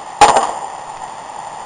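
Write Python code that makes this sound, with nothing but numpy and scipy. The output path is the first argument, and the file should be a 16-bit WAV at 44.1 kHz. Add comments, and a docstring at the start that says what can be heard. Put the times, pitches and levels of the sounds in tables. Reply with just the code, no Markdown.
"""Steady wind, then a bicycle slams onto stony ground, bounces twice and rattles to rest.
Each blow layers a crunch of stones, a low thud and a clank of the ringing frame. Bright ticks sharpen
the crash, the slope throws back a dull wash, and soft puffs dot the wind. It all has the hollow, nasal
colour of a small camera's microphone, which overloads on the bang and holds coarse samples for grit."""
import sys
import numpy as np
from scipy.fft import rfft, irfft
from scipy.io import wavfile

SR = 44100
rng = np.random.default_rng(int(sys.argv[2]) if len(sys.argv) > 2 else 0)


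def to_wav(sig):
    """Store sig (one row per channel, or 1-D mono) as 16-bit WAV at the path in sys.argv[1].

    Samples outside -1..1 are clipped; the rate is SR.
    """
    pcm = np.clip(np.atleast_2d(sig), -1, 1) * 32767
    pcm = np.round(pcm).astype(np.int16)
    wavfile.write(sys.argv[1], SR, pcm.T)  # frames by channels


N = 72765

# Noise colours, as relative spectral density: f/Hz, level/dB
WIND_SPECTRUM = [(20, -22.5), (65, -27), (140, -18), (310, -20.5), (480, -16.5), (640, -11), (790, -2),
                 (880, 0.5), (1050, -9), (1300, -16.5), (1550, -26), (1870, -15.5), (2250, -27),
                 (2700, -23.5), (3400, -23.5), (3950, -30)]  # hollow rush at the microphone
BUFFET_SPECTRUM = [(15, 13.5), (35, 0), (70, -10), (200, -31), (1000, -68)]  # rumble of a buffet
ECHO_SPECTRUM = [(30, -28.5), (170, -30), (280, -15), (480, -8), (820, -0.5), (1100, -4), (1500, -23.5),
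                 (1850, -16.5), (2300, -32.5), (3100, -19), (3900, -45.5)]  # dull wash off the slope
CRUNCH_SPECTRUM = [(30, -46.5), (150, -31), (300, -25), (550, -11.5), (820, 2), (1100, -3.5), (1450, -17),
                   (1850, -6), (2300, -21), (3100, -11), (3900, -16.5)]  # stones giving way
THUD_SPECTRUM = [(15, 6), (35, -18.5), (70, -6.5), (140, -1.5), (240, -4.5), (500, -7.5), (2000, -64)]  # low body of a blow
# Low buffets of wind: t/s, length/s, level/dB
BUFFETS = [(0.861, 0.037, -41), (0.923, .17, -45)]
# Soft, hollow puffs: t/s, level/dB
PUFFS = [(0.574, -17.5), (0.628, -19), (0.642, -16), (1.035, -20.5), (1.388, -20.5), (1.469, -18)]
# Bright ticks, sharp in the crash and faint after it: t/s, level/dB
TICKS = [(0.2332, 8), (0.2362, 6.5), (0.2506, 6.5), (0.2556, 7.5), (0.2873, 3), (0.3695, 6), (0.972, -14),
         (1.083, -15.5)]
# Stones crushed and scraped under the bicycle: t/s, level/dB, decay/s, hump f/Hz, hump lift/dB
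CRUNCHES = [(0.2140, 6, .012, 830, -6), (0.2282, 0.5, 0.022, 800, 6.5), (0.2420, -3.5, 0.0058, 780, 8.5),
            (0.2815, -2.5, 0.014, 1090, 4), (0.2890, -6, 0.013, 960, 5.5), (0.3142, -12, 0.0027, 890, 13),
            (0.3440, -16.5, 0.036, 676, 27), (0.36, -7, .007, 720, 12.5), (0.3690, -8, 0.0098, 710, 6.5),
            (0.3817, -11, 0.0027, 730, 27), (0.4050, -21.5, 0.026, 810, 0.5),
            (0.4290, -13.5, 0.029, 970, 8.5), (0.4660, -19, 0.01, 774, 14), (0.4870, -21, 0.016, 686, 12)]
# Ringing modes of the frame: f/Hz, level/dB
FRAME_MODES = [(235, -20.5), (328, -16), (456, -8), (550, -5.5), (682, -5), (790, -9.5), (828, -4.5),
               (885, -10), (957, -5), (1006, -13.5), (1088, -10), (1216, -27), (1290, -18.5), (1361, -9.5),
               (1535, -13.5), (1857, -18)]
# The frame hits the ground: t/s, ring level/dB, most excited f/Hz, spread/Hz, thud level/dB
STRIKES = [(0.2133, -1.5, 828, 13, -14), (0.2818, -10, 1020, 92, -23), (0.3624, -8.5, 781, 19, -41),
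           (0.4275, -25, 985, 120, -45), (0.4870, -24, 731, 75, -32)]


def amp(db):
    """Decibels to gain."""
    return 10 ** (np.asarray(db) / 20)


def unit_rms(x):
    """Scales to rms 1."""
    return x / np.sqrt(np.mean(x ** 2) + 1e-20)


def add(mix, start_s, sound):
    """Drops a sound into the mix at its cue."""
    part = mix[max(round(start_s * SR), 0):][:len(sound)]
    part += sound[:len(part)]


def noise(spectrum, hump_hz=800, hump_db=0, width_octaves=0.34):
    """Coloured noise of rms 1; an optional broad hump makes it hollow."""
    hz = np.fft.rfftfreq(N, 1 / SR) + 1
    points_hz, points_db = np.transpose(spectrum)
    colour = np.interp(np.log(hz), np.log(points_hz), points_db)
    hump = hump_db * np.exp(-.5 * (np.log2(hz / hump_hz) / width_octaves) ** 2)
    return unit_rms(irfft(rfft(rng.standard_normal(N)) * amp(colour + hump), N))


def wobble(depth_db, length_s):
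    """A gain that wanders at random on the given time scale."""
    hz = np.fft.rfftfreq(N, 1 / SR)
    drift = irfft(rfft(rng.standard_normal(N)) * np.exp(-(2 * hz * length_s) ** 2), N)
    return amp(depth_db * unit_rms(drift))


def wind(level_db=-29):
    """The bed: air rushes past the microphone, hollow and fluttering, with low buffets."""
    out = amp(level_db) * unit_rms(noise(WIND_SPECTRUM) * wobble(depth_db=.8, length_s=.01))
    for start_s, length_s, db in BUFFETS:
        swell = np.sqrt(abs(np.hanning(round(length_s * SR))))
        add(out, start_s, amp(db) * swell * noise(BUFFET_SPECTRUM)[:len(swell)])
    return out


def hollow_puffs(hz=821, peak_s=0.0029):
    """Soft, hollow puffs in the tail of the crash and in the wind."""
    t, out = np.arange(SR // 10) / SR, np.zeros(N)
    puff = t / peak_s * np.exp(1 - t / peak_s) * np.sin(2 * np.pi * hz * t)
    for start_s, db in PUFFS:
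        add(out, start_s, amp(db) * puff)
    return out


def slope_echo(gain_db=-7, rise_s=0.12, t60_s=1.0):
    """The tail: a dull, dying wash of noise for the crash scattering back from the rocks."""
    t, out = np.arange(N) / SR, np.zeros(N)
    envelope = (1 - np.exp(-t / rise_s)) * amp(-60 * t / t60_s)
    crash_s = STRIKES[0][0]
    add(out, crash_s, amp(gain_db) * noise(ECHO_SPECTRUM) * envelope)
    return out


def bright_ticks(hz=2680, decay_s=0.000078):
    """Bright ticks that die within a cycle: a sharp cluster in the crash, two faint ones later."""
    t, out = np.arange(SR // 10) / SR, np.zeros(N)
    tick = 2 * np.sin(2 * np.pi * hz * t) * np.exp(-t / decay_s)
    for start_s, db in TICKS:
        add(out, start_s, amp(db) * tick)
    return out


def stone_crunches(rise_s=0.00027):
    """Stones give way under the bicycle in short, grainy bursts."""
    t, out = np.arange(N) / SR, np.zeros(N)
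    for start_s, db, decay_s, hump_hz, hump_db in CRUNCHES:
        grit = noise(CRUNCH_SPECTRUM, hump_hz, hump_db) * wobble(depth_db=2.5, length_s=0.0011)
        envelope = (1 - np.exp(-t / rise_s)) * np.exp(-t / decay_s)
        add(out, start_s, amp(db) * unit_rms(grit) * envelope)
    return out


def frame_ring(favoured_hz, spread_hz, favour_db=15, scatter_db=2.5):
    """The clank: where the blow lands decides which of the frame's modes ring loudest."""
    t, out = np.arange(N) / SR, np.zeros(N)
    for hz, db in FRAME_MODES:
        lift_db = favour_db * np.exp(-.5 * ((hz - favoured_hz) / spread_hz) ** 2)
        lift_db += scatter_db * rng.standard_normal()
        t60_s = .15 * np.sqrt(800 / hz)  # higher modes die sooner
        out += amp(db + lift_db - 60 * t / t60_s) * np.sin(2 * np.pi * hz * t)
    return out


def frame_strikes(rise_s=0.0021, thud_decay_s=0.013):
    """The bang and its bounces: each landing gives a low thud and sets the frame ringing."""
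    t, out = np.arange(N) / SR, np.zeros(N)
    attack = 1 - np.exp(-t / rise_s)
    for start_s, ring_db, favoured_hz, spread_hz, thud_db in STRIKES:
        thud = amp(thud_db) * noise(THUD_SPECTRUM) * np.exp(-t / thud_decay_s)
        clank = amp(ring_db) * frame_ring(favoured_hz, spread_hz)
        add(out, start_s, attack * (thud + clank))
    return out


def scene():
    """The crash and its echo over the bed of wind, in mono."""
    crash = frame_strikes() + stone_crunches() + bright_ticks()
    return (crash + slope_echo() + hollow_puffs() + wind())[None]


def record(dry, hold_hz=8000, roll_off_hz=3800, edge_hz=9400, ceiling=0.92, knee=4.8, bias=0.1):
    """The camera's grit: coarse sampling, a slightly lopsided overload and a steep band limit."""
    count, hz = round(N * hold_hz / SR), np.fft.rfftfreq(N, 1 / SR)
    roll_off = np.sin(np.pi / 2 * np.clip((hold_hz / 2 - hz) / (hold_hz / 2 - roll_off_hz), 0, 1))
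    coarse = irfft((rfft(dry[0]) * roll_off)[:count // 2 + 1], count) * count / N + bias
    clipped = coarse / (1 + abs(coarse / ceiling) ** knee) ** (1 / knee) - bias
    # Holding each sample mirrors the sound into the treble as a sheen.
    mirrored = np.fft.fft(clipped)[np.arange(len(hz)) % count]
    held = mirrored * np.sinc(hz / hold_hz) * N / count
    return irfft(held / np.sqrt(1 + (hz / edge_hz) ** 200), N)[None]


dry = scene()
out = record(dry)
to_wav(out)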